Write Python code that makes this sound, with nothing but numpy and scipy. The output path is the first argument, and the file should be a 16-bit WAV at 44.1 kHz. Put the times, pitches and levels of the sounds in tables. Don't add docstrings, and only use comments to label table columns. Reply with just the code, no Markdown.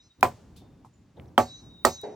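import sys
import numpy as np
from scipy import signal
from scipy.fft import rfft, irfft, next_fast_len
from scipy.io import wavfile
from scipy.ndimage import uniform_filter1d, map_coordinates

SR = 44100
rng = np.random.default_rng(int(sys.argv[2]) if len(sys.argv) > 2 else 0)


def unload_wav(signal):
    wavfile.write(
        sys.argv[1],
        SR,
        np.round(np.clip(np.atleast_2d(signal).T, -1, 1) * 32767).astype(np.int16),
    )


N = 94815

# (time [s], level [dB])
RUMBLE_SPECTRUM = [(20, -34.5), (45, -6.5), (90, 1.5), (160, -2), (300, -7.5), (550, -19.5), (1000, -24),
                   (3000, -51)]
RUMBLE_COURSE = [(0, -69), (.07, -60.5), (0.141, -77), (0.212, -48.5), (.35, -54.5), (.5, -52.5),
                 (.65, -52.5), (.85, -56), (.92, -62.5), (1.0, -57.5), (1.132, -61), (1.2, -45),
                 (1.36, -53), (1.58, -56.5), (1.65, -47.5), (1.8, -56.5), (2.15, -58.5)]
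# (time [s], level [dB], resonance [Hz], resonance re bed noise [dB], t60 [s])
HOOVES = [(.365, -58.5, 229.2, -8, 0.52), (0.612, -57.5, 296, 1.5, .45), (0.794, -61, 270.3, 13, 0.13),
          (1.17, -51, 169, -2, .55), (1.61, -65.5, 166, 4.5, 0.36), (2.033, -34.5, 418.7, 0, 0.5)]
# (frequency [Hz], level [dB])
BED_SPECTRUM = [(60, -27.5), (150, -6.5), (300, 0.5), (500, 3), (850, -0.5), (1100, -20), (2000, -21.5),
                (3500, -37), (9000, -56)]
HOOF_RISE_S = 0.003
# (time [s], level [dB], centre [Hz], width [octaves], t60 [s])
CLICKS = [(.209, -43.5, 6670, 1.1, 0.017), (0.558, -57, 3710, 0.49, 0.26), (.563, -65, 3590, 0.012, 0.57),
          (0.562, -56, 7700, 1.1, 0.16), (.846, -47.5, 900, 0.28, 0.095), (.846, -60, 1100, 0.73, 0.08),
          (0.846, -66.5, 6070, 0.69, 0.17), (0.924, -70, 7040, 0.02, 0.35), (1.166, -64.5, 3570, 0.14, 0.1),
          (1.198, -39, 1960, 0.42, 0.0055), (1.212, -69, 12000, 0.72, 0.036),
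          (1.258, -57.5, 3000, 0.73, 0.0066), (2.014, -42, 12000, 1.2, 0.016)]
# (frequency [Hz], level [dB])
AIR_SPECTRUM = [(100, -22.5), (900, -3.5), (2000, -4), (7000, -10.5), (10500, -24), (15000, -53)]
AIR_DB = -75

# (frequency [Hz], left-right correlation [-1..1])
CORRELATION = [(100, 0.97), (300, 0.95), (700, 0.47), (1400, 1), (3100, 0.75), (15000, 0.17)]
WOOD_LAG_S, BLADE_LAG_S = 0.000088, 0.00019

BLADE_HZ = [4110, 4455, 4845, 5280, 5700, 6115, 6545, 7420, 7860]
# (level re upper modes [dB], t60 [s])
BLADE_MODES = [(-5.5, 1.1), (1.5, 0.68), (-15.5, 1.4), (-4, 1.1), (-6.5, 1.3), (-1.5, 1.6), (1, 0.78),
               (0, 0.54), (-17.5, .25)]
BLADE_LOWEST_HZ = 3830
# (time [s], pitch bend [%], lowest mode [dB], upper modes before decay [dB])
SWINGS = [
    [(1.381, -3, -73, -56.5), (1.42, 0.2, -49, -46.5), (1.448, 0, -63, -54), (1.5, 1.5, -47, -51),
     (1.545, 1.2, -43.5, -55.5), (1.615, 2, -59, -51.5), (1.65, -0.4, -57.5, -54.5), (1.79, -1.5, -54, -74),
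     (1.85, -3, -58, -85)],
    [(1.851, 0.22, -47.5, -38), (1.89, -0.56, -45.5, -43), (1.945, 0.16, -51.5, -45), (2.0, 0.57, -44, -53),
     (2.03, .8, -45, -53.5), (2.09, -0.17, -64.5, -58), (2.15, -0.71, -66, -58)],
]
# (time [s], pitch bend [%], lowest mode [dB], upper modes before decay [dB])
OLD_RING = [(0, -.7, -51, -63), (.07, -1, -94, -55), (.11, -1, -59, -70), (.17, -1, -81.5, -63),
            (.23, -1.6, -66.5, -87)]
OLD_RING_AGE_S = 0.21
MAX_BEND_PERCENT = 2.1
FLUTTER_DB, FLUTTER_KNOTS_PER_S = 3.5, 22
GROUND_GAIN, GROUND_DELAY_S, GROUND_DRIFT_S_PER_S = 0.3, 0.005, 0.006

# (time [s], knock [dB], knock [Hz], bite [Hz], bite [dB], bite t60 [s],
#        splinter [dB], crumble [dB], scatter [dB], left minus right [dB])
CHOPS = [(0.2285, 3.5, 742, 2453, -11, 0.019, -20.5, -33.5, -18.5, -1.3),
         (1.3786, 2, 832, 3173, -7.5, 0.01, -25.5, -33.5, -18, -3.5),
         (1.849, 2, 1281, 1845, -12, 0.033, -10.5, -28, -21, -6.5)]
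POLE_HZ = [241, 381, 479, 558, 648, 722, 745, 856, 954, 1016, 1151, 1283, 1843, 2123]
# (t60 before damping cap [s], first chop [dB], second chop [dB], third chop [dB])
POLE_MODES = [(0.17, -26.5, -17, -24.5), (0.15, -41, -21, -19.5), (0.11, -22.5, -23, -23.5),
              (0.2, -27, -17.5, -21.5), (.11, -39, -17.5, -15.5), (0.13, -17, -56, -53),
              (0.17, -28, -11.5, -22), (.115, -28.5, -14, -19), (0.28, -23.5, -40.5, -44),
              (0.27, -14, -38.5, -37.5), (0.15, -23, -14.5, -21.5), (.09, -34, -18.5, -17.5),
              (0.2, -34, -31, -32), (0.21, -33, -45.5, -61.5)]
POLE_RISE_S = 0.0027
POLE_T60_CAP_700HZ_S = 0.145
KNOCK_RISE_S, KNOCK_T60_S = 0.003, 0.022
# (frequency [Hz], gain [dB])
PUSH_SPECTRUM = [(60, -34.5), (200, -37.5), (450, -14), (900, 13), (1500, 11), (2300, -5.5), (4000, -36.5),
                 (9000, -28.5)]
PUSH_RE_KNOCK_DB = 9.5
BENDING_TRAVEL_1KHZ_S = 0.001327
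# (frequency [Hz], level [dB])
SPLINTER_SPECTRUM = [(500, -15.5), (2500, -11.5), (3500, -7), (4600, -1.5), (6200, -5.5), (8200, -1),
                     (9500, -6.5), (11000, -30.5), (13000, -1.5), (16000, -10)]
SPLINTER_DELAY_S, SPLINTER_T60_S, CRUMBLE_T60_S = 0.0019, 0.012, 0.17
# (frequency [Hz], level [dB])
SCATTER_SPECTRUM = [(50, -29), (120, -19.5), (200, -5), (400, -4), (800, 0.5), (1200, -11.5), (1600, -16),
                    (2500, -20), (3500, -29), (9000, -64.5)]
SCATTER_RISE_S, SCATTER_T60_S = 0.004, 0.16
REFLECTION_DB, REFLECTION_DELAY_S = -20.5, 0.017
# (frequency [Hz], level [dB])
THUD_SPECTRUM = [(20, -34), (50, -24.5), (85, 0), (140, -10), (250, -19.5), (600, -65.5)]
THUD_DB, THUD_DELAY_S, THUD_T60_S = -33.5, 0.014, 0.27
# (frequency [Hz], level [dB])
YARD_SPECTRUM = [(60, -6.5), (140, -33.5), (400, -6.5), (1000, -0.5), (2500, -8.5), (7000, -7.5),
                 (10000, -18.5), (15000, -33.5)]
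YARD_DB, YARD_RISE_S, YARD_T60_S = -55, 0.0094, 0.88
PAN_FROM_HZ = 420
TOP_HZ = 16500


def amp(db):
    return 10 ** (np.asarray(db) / 20)


def unit(x):
    return x / np.sqrt(np.mean(x ** 2) + 1e-20)


def along(points, hz):
    point_hz, values = np.transpose(points)
    return np.interp(np.log(hz + 1), np.log(point_hz + 1), values)


def since(start_s):
    return np.maximum(np.arange(N) / SR - start_s, 0)


def decay(t, t60_s):
    return np.exp(-np.log(1000) * t / t60_s)


def fade(start_s, rise_s, t60_s):
    t = since(start_s)
    return (1 - np.exp(-t / rise_s)) * decay(t, t60_s)


def tone(start_s, hz):
    return np.sin(2 * np.pi * hz * since(start_s))


def wobble(knots_per_s):
    knots = rng.standard_normal(size=200)
    return map_coordinates(knots, [np.arange(N) * knots_per_s / SR], mode="wrap")


def filtered(x, response):
    m = next_fast_len(N + SR // 2)
    return irfft(rfft(x, m) * response(np.fft.rfftfreq(m, 1 / SR)), m)[..., :N]


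def noise(colour_db):
    def mid_side_gain(f):
        angle = np.arccos(np.clip(along(CORRELATION, f), -1, 1)) / 2
        return amp(colour_db(f)) * [np.cos(angle), np.sin(angle)]

    mid, side = filtered(rng.standard_normal((2, N)), mid_side_gain)
    return unit(np.array([mid + side, mid - side]))


def rush(spectrum):
    return noise(lambda f: along(spectrum, f))


def placed(x, lag_s):
    return filtered(x, lambda f: np.exp(-1j * np.pi * f * lag_s * np.array([[1], [-1]])))


def air():
    return amp(AIR_DB) * rush(AIR_SPECTRUM)


def cattle():
    time_s, level_db = np.transpose(RUMBLE_COURSE)
    out = rush(RUMBLE_SPECTRUM) * amp(np.interp(np.arange(N) / SR, time_s, level_db))
    for start_s, db, hz, share_db, t60_s in HOOVES:
        boom = rush(BED_SPECTRUM) + amp(share_db) * tone(start_s, hz)
        out = out + amp(db) * fade(start_s, HOOF_RISE_S, t60_s) * boom
    return out


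def clicks():
    out = np.zeros((2, N))
    for start_s, db, hz, width, t60_s in CLICKS:
        band = noise(lambda f: -np.minimum(4 * (np.log2((f + 1) / hz) / width) ** 2, 60))
        out += amp(db) * fade(start_s, t60_s / 50, t60_s) * band
    return out


def bird(start_s=1.275, length_s=0.018, from_hz=6500, to_hz=4900, db=-68):
    u = np.clip(since(start_s) / length_s, 0, 1)
    hz = from_hz + (to_hz - from_hz) * u
    return amp(db) * np.sin(np.pi * u) * np.sin(2 * np.pi * np.cumsum(hz) / SR)


def blade(swing, age_s=0):
    time_s, bend_percent, low_db, upper_db = np.transpose(swing)
    now, t = np.arange(N) / SR, since(time_s[0])
    bend = np.clip(np.interp(now, time_s, bend_percent), -MAX_BEND_PERCENT, MAX_BEND_PERCENT)
    bent_time = np.cumsum(1 + bend / 100) / SR

    def sing(hz):
        return np.sin(2 * np.pi * (hz * bent_time + rng.random()))

    upper = np.zeros(N)
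    for hz, (db, t60_s) in zip(BLADE_HZ, BLADE_MODES):
        flutter_db = FLUTTER_DB * wobble(FLUTTER_KNOTS_PER_S)
        upper += amp(db + flutter_db) * decay(t + age_s, t60_s) * sing(hz)
    ring = amp(np.interp(now, time_s, low_db)) * sing(BLADE_LOWEST_HZ)
    ring = ring + amp(np.interp(now, time_s, upper_db)) * upper
    gate = np.clip(np.minimum(t, time_s[-1] - now) / 0.0044, 0, 1)
    direct = ring * gate
    ground_delay_s = GROUND_DELAY_S + GROUND_DRIFT_S_PER_S * (t + 0.008 * wobble(11))
    ground = GROUND_GAIN * np.interp(now - ground_delay_s, now, direct)
    return placed(direct, BLADE_LAG_S) + ground


def push(start_s):
    def response(f):
        phase = 2 * np.pi * (f * start_s + 2 * BENDING_TRAVEL_1KHZ_S * np.sqrt(f * 1000))
        return amp(along(PUSH_SPECTRUM, f)) * np.exp(-1j * phase)

    return filtered(signal.unit_impulse(N), response) * (since(start_s) > 0)


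def pole(start_s, chop):
    out = np.zeros(N)
    for k, (hz, (t60_s, *levels_db)) in enumerate(zip(POLE_HZ, POLE_MODES)):
        damped_t60_s = min(t60_s, POLE_T60_CAP_700HZ_S * (700 / hz) ** 0.5)
        mode = tone(start_s, hz) * fade(start_s, POLE_RISE_S, damped_t60_s)
        out += amp(levels_db[chop]) * (-1) ** k * mode
    return out


def wood(start_s, chop, knock_db, knock_hz, bite_hz, bite_db, bite_t60_s):
    knock = tone(start_s, knock_hz) * fade(start_s, KNOCK_RISE_S, KNOCK_T60_S)
    knock = amp(knock_db) * (amp(PUSH_RE_KNOCK_DB) * push(start_s) + knock)
    bite = amp(bite_db) * tone(start_s, bite_hz) * fade(start_s, 0.00034, bite_t60_s)
    return placed(knock + bite + pole(start_s, chop), WOOD_LAG_S)


def scatter(start_s, db):
    near = amp(db) * fade(start_s, SCATTER_RISE_S, SCATTER_T60_S)
    reflected = amp(REFLECTION_DB) * fade(start_s + REFLECTION_DELAY_S, 0.004, 0.046)
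    return rush(SCATTER_SPECTRUM) * (near + reflected)


def fibres(start_s, splinter_db, crumble_db):
    grain_db = 2 * unit(uniform_filter1d(rng.standard_normal(N), size=50))
    splinter = amp(splinter_db) * fade(start_s + SPLINTER_DELAY_S, 0.0009, SPLINTER_T60_S)
    crumble = amp(crumble_db) * unit(amp(grain_db)) * fade(start_s, 0.002, CRUMBLE_T60_S)
    return rush(SPLINTER_SPECTRUM) * (splinter + crumble)


def thud(start_s):
    return amp(THUD_DB) * rush(THUD_SPECTRUM) * fade(start_s + THUD_DELAY_S, 0.0054, THUD_T60_S)


def yard_echo(start_s):
    return amp(YARD_DB) * rush(YARD_SPECTRUM) * fade(start_s, YARD_RISE_S, YARD_T60_S)


def panned(x, pan_db):
    sides_db = np.array([[pan_db], [-pan_db]]) / 2
    return filtered(x, lambda f: amp(sides_db * f ** 2 / (f ** 2 + PAN_FROM_HZ ** 2)))


def chops():
    out = np.zeros((2, N))
    for chop, (start_s, *blow, splinter_db, crumble_db, scatter_db, pan_db) in enumerate(CHOPS):
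        near = wood(start_s, chop, *blow) + scatter(start_s, scatter_db)
        out += panned(near, pan_db) + fibres(start_s, splinter_db, crumble_db)
        out += thud(start_s) + yard_echo(start_s)
    return out


def scene():
    yard = air() + cattle() + clicks() + bird()
    steel = blade(OLD_RING, OLD_RING_AGE_S) + sum(blade(swing) for swing in SWINGS)
    return yard + steel + chops()


def record(dry):
    rounded = dry / (1 + np.abs(dry) ** 6) ** (1 / 6)
    return filtered(rounded, lambda f: f < TOP_HZ)


dry = scene()
out = record(dry)
unload_wav(out)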